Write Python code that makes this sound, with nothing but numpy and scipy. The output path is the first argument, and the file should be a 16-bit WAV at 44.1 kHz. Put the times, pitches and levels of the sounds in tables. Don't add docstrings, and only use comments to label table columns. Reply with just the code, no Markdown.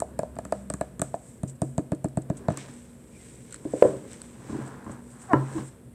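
import sys
import numpy as np
from scipy import signal
from scipy.io import wavfile
from scipy.ndimage import uniform_filter1d

SR = 44100
rng = np.random.default_rng(int(sys.argv[2]) if len(sys.argv) > 2 else 0)


def store_pcm(level_fs):
    pcm = np.round(np.clip(level_fs, -1, 1) * 32767).astype(np.int16)
    wavfile.write(sys.argv[1], SR, np.atleast_2d(pcm).T)


N = 261954

# (frequency [Hz], relative level [dB per Hz])
AIR_SPECTRUM = [(20, -5.5), (40, -21), (107, -3.5), (200, -4.5), (250, -12.5), (300, -17.5), (500, -14),
                (855, -28), (2040, -33.5), (4600, -44), (6250, -50), (8100, -27.5), (10000, -34),
                (11300, -38), (12200, -38.5), (13200, -37.5), (14500, -49), (16200, -61.5)]
# (frequency [Hz], width [Hz], rms level [dB])
HUM_LINES = [(59, 4, -76), (123, 9.5, -59), (239.6, 1.7, -53.5), (544, 3.7, -69.5)]
# (time [s], pitch [Hz], rms level of the fundamental [dB], rms level of the third multiple [dB])
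MOTOR_COURSE = [(0, 68.6, -50, -55), (.3, 67.3, -49, -57.5), (.6, 66.25, -51, -43), (.75, 65.3, -46, -46.5),
                (.85, 65, -49, -53), (.95, 60.5, -57, -55), (1.8, 60.7, -83, -81)]
# (frequency [Hz], 60 dB decay time [s])
ROOM_DECAY = [(100, 0.1), (300, 0.28), (600, 0.34), (1500, 0.32), (4000, 0.18), (9000, 0.21)]

# (frequency [Hz], relative level [dB])
SKIN_SPECTRUM = [(3500, -23), (5000, -15.5), (6600, -6.5), (7800, 7), (8400, 6.5), (9600, -6), (11000, -21),
                 (12300, -15.5), (14000, -34.5), (16000, -61)]
# (frequency [Hz], relative level [dB])
SWISH_SPECTRUM = [(900, -32), (1600, -3), (2200, 1), (2700, -3.5), (3800, -5), (4600, -9.5), (6000, -4.5),
                  (8000, -10), (12000, -61.5)]
# (frequency [Hz], relative level [dB])
SCRAPE_SPECTRUM = [(500, -12), (700, 0), (880, -0.5), (980, 3.5), (1150, -2.5), (1400, -3.5), (1650, -2),
                   (2200, -17), (3500, -29), (6000, -32), (12000, -90.5)]
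# (frequency [Hz], relative level [dB])
GRIND_SPECTRUM = [(90, -31.5), (140, 5.5), (220, 4.5), (320, 1.5), (450, 1.5), (620, -5.5), (900, -36),
                  (3000, -84.5)]
# (time [s], scrape level [dB], low grind level [dB])
DRAG_COURSE = [(0, -63.5, -50), (.7, -64, -57), (1.3, -69, -56.5), (2.1, -73, -55.5), (2.4, -60.5, -47.5),
               (2.53, -51, -45.5), (2.68, -57.5, -48.5), (2.84, -67.5, -58), (3.5, -68.5, -52.5),
               (3.8, -54.5, -57.5), (3.87, -45.5, -40), (4.0, -59.5, -45), (4.28, -63, -55),
               (4.45, -55.5, -48), (4.61, -45, -42), (4.8, -53, -49.5), (4.93, -50.5, -49.5),
               (5.06, -64, -53.5), (5.23, -54.5, -57), (5.38, -53, -36.5), (5.47, -49.5, -50.5),
               (5.59, -47, -39), (5.69, -63, -54.5), (5.94, -77, -60)]
# (time of maximum [s], swell [s], fade [s], hiss level [dB], swish level [dB])
HAND_STROKES = [(.57, 0.12, 0.13, -58.5, -65), (1.29, 0.13, 0.11, -54.5, -67.5),
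                (1.5, .03, 0.025, -52, -78), (1.64, .01, .12, -55, -75), (2.37, .03, 0.13, -62, -65.5),
                (2.5, 0.015, 0.073, -57, -55), (2.578, 0.015, 0.11, -52, -47),
                (2.74, 0.12, 0.26, -56.5, -61.5), (3.25, 0.19, 0.39, -54, -60),
                (3.54, 0.054, 0.046, -55, -57), (3.84, 0.19, 0.16, -47, -53), (4.13, 0.083, 0.11, -53, -54),
                (4.24, 0.05, 0.23, -56, -61.5), (4.51, 0.14, 0.28, -55.5, -56.5),
                (4.67, 0.031, 0.048, -56, -63), (4.92, .1, 0.1, -60, -63.5), (5.12, 0.1, .07, -55.5, -66),
                (5.22, 0.055, .08, -52.5, -62.5), (5.33, 0.12, 0.3, -70, -61.5),
                (5.58, 0.21, 0.11, -50.5, -54.5), (5.68, 0.11, 0.018, -52, -65)]
# (time [s], length [s], frequency [Hz], level [dB])
WHISTLE_EVENTS = [(3.103, .1, 2380, -64), (3.182, 0.069, 2050, -64), (3.298, .15, 2400, -70)]

# (time [s], level [dB], mean slip rate [1/s])
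SQUEAK_COURSES = [
    [(5.285, -50, 410), (5.3, -38, 370), (5.312, -27.5, 374), (5.322, -23.5, 340), (5.332, -30, 330)],
    [(5.545, -40, 270), (5.56, -31.5, 350), (5.575, -27.5, 299), (5.595, -45, 260)],
]
# (multiple of the slip rate, relative level [dB])
SQUEAK_HARMONICS = [
    [(1, -14), (2, 0), (3, -7), (4, -17), (5, -20), (6, -30)],
    [(1, 0), (2, -24), (3, -18), (4, -30), (5, -32), (6, -36)],
]
# (time [s], level [dB], length [ms])
SNAP_EVENTS = [(0.355, -45, 2.4), (1.143, -50, 17), (1.474, -44, 20), (1.495, -42.5, 8.4), (1.549, -58, 17),
               (1.947, -48, 6.1), (2.084, -47, 3.6), (2.218, -47.5, 7), (2.367, -43.5, 16),
               (2.503, -44, 2.5), (2.52, -43, 3.7), (2.542, -49, 2.3), (2.6, -53, 4), (2.683, -50, 2),
               (2.71, -47, 3.2), (2.737, -49, 4.4), (3.506, -45, 5), (3.524, -34, 4.5), (3.543, -30, 1.7),
               (3.56, -40, 2.2), (4.078, -52, 3), (4.115, -40, 1.8), (4.132, -32, 1.1), (4.217, -33, 1.9),
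               (4.623, -42, 2.4), (4.662, -46, 3), (4.677, -43.5, 2.7), (4.842, -52, 7.3), (4.911, -48, 16),
               (5.214, -49, 23), (5.676, -54, 13)]
# (frequency [Hz], relative level [dB])
SNAP_SPECTRUM = [(1500, -48.5), (2500, -13.5), (4500, -16), (6600, -3.5), (8100, 9), (9600, -8.5),
                 (12000, -21.5), (14000, -31), (16000, -46)]
# (frequency [Hz], relative level [dB])
CRACK_SPECTRUM = [(700, -23), (1500, 4), (2800, -10.5), (4500, -3), (6000, -6), (8100, -6.5), (11000, -33)]
# (frequency [Hz], relative level [dB])
TICK_SPECTRUM = [(1000, -32), (2000, -24.5), (3500, -10), (5000, -12.5), (6600, -4.5), (8100, 11.5),
                 (9600, -3.5), (12000, -15.5), (14500, -28), (16000, -36)]

# (time [s], desk boom level [dB], body level [dB], thud level [dB],
# low wall level [dB], corner slap level [dB])
KNOCK_EVENTS = [(3.651, -33, -26, -46, -21, -50), (3.735, -55, -13, -50, -20, -44),
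                (3.822, -29, 2.5, -55, -19.5, -17.5), (3.849, -55, -10.5, -28, -16, -28),
                (3.888, -33, -32, -37, -38, -48), (3.93, -44, -35, -47, -33, -40),
                (4.494, -30.5, -36, -31, -30.5, -42), (4.526, -48, -32.5, -26.5, -26, -38),
                (4.548, -47, -37.5, -50, -23.5, -41), (4.585, -32, -37, -33, -30.5, -52),
                (4.863, -40, -44, -31, -37, -34.5), (4.894, -36.5, -33, -32, -35.5, -36),
                (5.332, -14, -21, -22.5, -9.5, -6.5), (5.34, -55, -14, -25, -36.5, -52),
                (5.58, -30.5, -45, -28, -35, -33)]
# (nominal frequency [Hz], nominal relative level [dB], 60 dB decay time [s])
BASE_MODES = [
    [(593, -7.5, 0.11), (576, -11, 0.072), (519, 9, 0.043), (461.7, 10.5, 0.032), (393, -13.5, 0.34),
     (572, -20, 0.087), (542, -29, 0.95)],
    [(102.6, 11, 0.022), (141, -9.5, 0.052), (217, -6.5, 0.088)],
    [(305, 11.5, 0.047), (232, -0.5, 0.026), (384.3, 1.5, 0.058)],
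    [(1042, 5, 0.034), (877, -9.5, 0.076), (1360, -13, 0.089), (1652, -6, 0.029), (1800, -11.5, 0.03),
     (2885, -26.5, 0.023)],
]
# (time [s], desk boom level [dB], nail tick level [dB], hollow ring level [dB],
# pad thud level [dB], card slap level [dB], rebound level [dB])
TAP_EVENTS = [(.002, -50, -21, -42, -38, -30.5, -49), (.02, -50, -31, -13, -44, -38, -51),
              (.191, -33.5, -23.5, -12.5, -28, -24.5, -43), (.232, -41, -40, -17.5, -33, -42, -57),
              (0.365, -57, -54.5, -31, -35, -38, -41), (.387, -55, -31.5, -19, -39, -29.5, -52),
              (0.451, -52, -31, -31, -37, -33, -41), (.523, -44, -27.5, -10, -54, -21.5, -45),
              (.701, -61, -21.5, -20, -29.5, -25.5, -45), (.738, -56, -23, -31.5, -26, -27, -37),
              (.811, -41, -26.5, -12.5, -31, -22, -49), (.995, -56, -26, -34, -26, -30.5, -34),
              (1.017, -35, -14.5, -14.5, -23, -19, -36), (1.141, -63, -44, -15, -35, -33, -39.5),
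              (1.433, -29.5, -28, -25.5, -17.5, -34.5, -30.5), (1.618, -26, -23.5, -16, -15, -30, -21),
              (1.78, -35, -26, -15.5, -15, -29, -18.5), (1.919, -34, -33, -17, -16, -27.5, -19),
              (2.044, -33.5, -28.5, -17.5, -17, -31, -20), (2.172, -32.5, -29, -17.5, -14.5, -29, -24),
              (2.3, -39, -35, -18.5, -15, -31.5, -24), (2.484, -24.5, -40, -10, -14, -22, -29),
              (2.503, -33.5, -45, -24, -19, -29.5, -28), (2.573, -71, -20, -38, -53, -29, -49),
              (2.683, -65, -50, -38.5, -61, -42, -55)]
# (nominal frequency [Hz], nominal relative level [dB], 60 dB decay time [s])
LID_MODES = [
    [(645.3, -1.5, 0.023), (495, -23, 0.029), (748, -18, 0.01), (834, -13, 0.019)],
    [(149, 8, 0.03), (81, -31, 0.027), (193, -2.5, 0.033)],
    [(306, 8.5, 0.05), (377.3, -9.5, 0.088)],
    [(964, 7, 0.024), (1190, 17.5, 0.015), (1380, 4.5, 0.018), (1717, 4, 0.034), (2470, 2, 0.013),
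     (4410, -6, 0.016)],
]
# (tick, ring, thud, flex, slap) [dB]
REBOUND_PARTS = (-30, -17, -18, 0, -18)

AIR_DB, RUMBLE_DB = -53.5, -57
HUM_WAVER = 0.57
EARLY_S, EARLY_DB = 0.034, 1.5
DESK_HZ, DESK_T60_S, DESK_LAG_S = 134, .5, .027
SHAKE_DB = -0.5
STROKE_DROP_DB = 12
HOLD_DB = (-78, -77.5)
WIPE_DB = (-35, -40.5)
WIPE_FALL_DB_PER_S = 110
WHISTLE_WIDTH_HZ = 37
CRISP_MS = 3
KNOCK_TICK_DB, TAP_FLEX_DB = -35, -5.5
REBOUND_S = .011
CONTACT_LAG_S = 0.001028
EDGE_HZ = 16400


def amp(db):
    return 10 ** (np.asarray(db, float) / 20)


def evened(x):
    return x / np.sqrt(np.mean(x ** 2) + 1e-20)


def read(points, hz):
    f, value = np.transpose(points)
    return np.interp(np.log(hz + 1), np.log(f + 1), value)


def curves(rows):
    s, *columns = np.transpose(rows)
    return [np.interp(np.arange(N) / SR, s, c) for c in columns]


def add(mix, s, sound):
    part = mix[round(s * SR):][:len(sound)]
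    part += sound[:len(part)]


def coloured(x, points):
    level = np.maximum(read(points, abs(np.fft.fftfreq(8192, 1 / SR))), -100)
    log_gain = np.log(amp(level))
    taps = np.fft.ifft(np.exp(np.conj(signal.hilbert(log_gain)))).real[:4096]
    return signal.oaconvolve(x, taps / np.linalg.norm(taps))[:len(x)]


def band(x, hz, width):
    turn = np.exp(2j * np.pi * hz * np.arange(len(x)) / SR)
    r = np.exp(-np.pi * width / SR)
    return 2 * (turn * signal.lfilter([1 - r], [1, -r], x / turn)).real


def grains(per_s, spread_db):
    size = amp(spread_db * np.minimum(rng.exponential(1, N), 5)) * rng.choice([-1., 1.], N)
    return evened(size * (rng.random(N) < per_s / SR))


def air():
    return amp(AIR_DB) * coloured(rng.standard_normal(N), AIR_SPECTRUM)


def hum():
    out = np.zeros(N)
    t = np.arange(N) / SR
    for hz, width, db in HUM_LINES:
        wavering = evened(band(rng.standard_normal(N), hz, width))
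        steady = np.sin(2 * np.pi * hz * t)
        out += amp(db) * evened(HUM_WAVER * wavering + (1 - HUM_WAVER) * steady)
    return out


def rumble():
    once = band(rng.standard_normal(N), 62, 33)
    return amp(RUMBLE_DB) * evened(band(once, 62, 33))


def motor():
    hz, first_db, third_db = curves(MOTOR_COURSE)
    turn = 2 * np.pi * np.cumsum(hz) / SR
    tone = amp(first_db) * np.sin(turn) + amp(third_db) * np.sin(turn * 3)
    return np.sqrt(2) * tone


def room_tone():
    return air() + hum() + rumble() + motor()


def reverb(x):
    taps = np.zeros(SR // 2)
    at = np.arange(300, SR // 2 - 20, 20)
    early = amp(EARLY_DB * (at < EARLY_S * SR))
    taps[at + rng.integers(0, 20, len(at))] = early * rng.choice([-1., 1.], len(at))
    hz, t, z = signal.stft(taps, SR, nperseg=512)
    decay = amp(-60 * t / read(ROOM_DECAY, hz)[:, None])
    tail = signal.istft(z * decay, SR, nperseg=512)[1]
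    return signal.oaconvolve(x, tail / np.linalg.norm(tail))[:N]


def contact():
    t = np.arange(0, N, 64) / SR
    power = amp(HOLD_DB)[:, None] ** 2 * np.ones(len(t))
    for s, swell, fade, *db in HAND_STROKES:
        away = np.where(t < s, (s - t) / swell, (t - s) / fade)
        power = power + amp(np.subtract.outer(db, STROKE_DROP_DB * away)) ** 2
    for s, _, tick_db, _, _, slap_db, _ in TAP_EVENTS:
        start_db = np.add((tick_db, slap_db), WIPE_DB)
        slide = amp(np.subtract.outer(start_db, WIPE_FALL_DB_PER_S * abs(t - s)))
        power = power + (t >= s) * slide ** 2
    return [np.interp(np.arange(N) / SR, t, np.sqrt(p)) for p in power]


def rubbing():
    hiss_gain, swish_gain = contact()
    scrape_db, grind_db = curves(DRAG_COURSE)
    hiss = coloured(hiss_gain * grains(6000, 1.8), SKIN_SPECTRUM)
    swish = coloured(swish_gain * grains(2000, 2.5), SWISH_SPECTRUM)
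    scrape = coloured(amp(scrape_db) * grains(1500, 1.7), SCRAPE_SPECTRUM)
    slips = grains(900, 0.78)
    grind = coloured(amp(grind_db) * slips, GRIND_SPECTRUM)
    shake = amp(grind_db + SHAKE_DB) * evened(band(slips, DESK_HZ, 14.0))
    return hiss + swish + scrape + grind + shake


def whistles():
    out = np.zeros(N)
    for s, length, hz, db in WHISTLE_EVENTS:
        n = round(length * SR)
        tone = evened(band(rng.standard_normal(SR // 2), hz, WHISTLE_WIDTH_HZ))
        add(out, s, amp(db) * np.hanning(n) * tone[-n:])
    return out


def squeaks():
    out = np.zeros(N)
    for rows, harmonics in zip(SQUEAK_COURSES, SQUEAK_HARMONICS):
        s, db, per_s = np.transpose(rows)
        t = np.arange(s[0], s[-1], 1 / SR)
        jitter = 1 + .15 * uniform_filter1d(rng.standard_normal(len(t)), 120)
        turns = np.cumsum(np.interp(t, s, per_s) * jitter) / SR
        stack = sum(amp(k_db) * np.sin(2 * np.pi * round(k) * turns) for k, k_db in harmonics)
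        level = amp(np.interp(t, s, db))
        add(out, s[0], level * evened(stack) * signal.windows.tukey(len(t), .1))
    return out


def snaps():
    out, cracks = np.zeros(N), np.zeros(N)
    ms_axis = np.arange(3000) / SR * 1000
    for s, db, ms in SNAP_EVENTS:
        envelope = np.minimum(ms_axis / (0.32 * ms), 1) * np.exp(-(ms_axis / ms) ** 2)
        burst = amp(db) * rng.standard_normal(3000) * envelope
        add(out, s, burst)
        add(cracks, s, burst * min(CRISP_MS / ms, 1))
    return coloured(out, SNAP_SPECTRUM) + amp(-7) * coloured(cracks, CRACK_SPECTRUM)


def boom():
    t = np.arange(SR // 2) / SR
    onset = 1 - np.exp(-(t / DESK_LAG_S) ** 3)
    return amp(-60 * t / DESK_T60_S) * onset * np.sin(2 * np.pi * DESK_HZ * t)


def mode_group(modes, rise_turns, t):
    ring = np.zeros(len(t))
    for (hz, mode_db, t60), (a, b) in zip(modes, rng.standard_normal((len(modes), 2))):
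        soft = 1 - np.exp(-(t * hz / rise_turns) ** 2)
        level = amp(mode_db + 0.9 * a - 60 * t / t60)
        ring += level * soft * np.sin(2 * np.pi * hz * (1 + 0.026 * b) * t)
    return ring / abs(ring).max()


def blows(events, groups, rise_turns, tick_ms, crack_db):
    out, ticks, cracks = np.zeros(N), np.zeros(N), np.zeros(N)
    t = np.arange(SR // 4) / SR
    desk = boom()
    for s, boom_db, tick_db, *group_db in events:
        for db, modes, sign in zip(group_db, groups, (-1, 1, -1, -1)):
            add(out, s + CONTACT_LAG_S, sign * amp(db) * mode_group(modes, rise_turns, t))
        add(out, s, amp(boom_db) * desk)
        burst = rng.standard_normal((2, 400)) * np.exp(-t[:400] * 1000 / tick_ms)
        add(ticks, s, amp(tick_db) * burst[0])
        add(cracks, s, amp(group_db[-1] + crack_db) * burst[1])
    return out + coloured(ticks, TICK_SPECTRUM) + coloured(cracks, CRACK_SPECTRUM)


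def base_knocks():
    events = [(s, boom_db, rest[-1] + KNOCK_TICK_DB, *rest) for s, boom_db, *rest in KNOCK_EVENTS]
    return blows(events, BASE_MODES, rise_turns=0.91, tick_ms=0.43, crack_db=-28.5)


def lid_taps():
    events = []
    for s, boom_db, tick, ring, thud, slap, _ in TAP_EVENTS:
        events.append((s, boom_db, tick, ring, thud, slap + TAP_FLEX_DB, slap))
    for s, *_, back in TAP_EVENTS:
        events.append((s + REBOUND_S, -np.inf, *(back + np.array(REBOUND_PARTS))))
    return blows(events, LID_MODES, rise_turns=0.55, tick_ms=1.0, crack_db=-15)


def scene():
    lid = lid_taps() + snaps()
    base = base_knocks() + squeaks()
    wet = reverb(amp(-17) * lid + amp(-11) * base)
    return (lid + base + wet + rubbing() + whistles() + room_tone())[None]


def record(dry):
    thin = signal.sosfilt(signal.butter(2, 55, "high", fs=SR, output="sos"), dry)
    clipped = np.clip(thin, -1, 1)
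    low_pass = signal.firwin(511, EDGE_HZ, window=("kaiser", 9), fs=SR)
    return signal.oaconvolve(clipped, low_pass[None], "same")


dry = scene()
out = record(dry)
store_pcm(out)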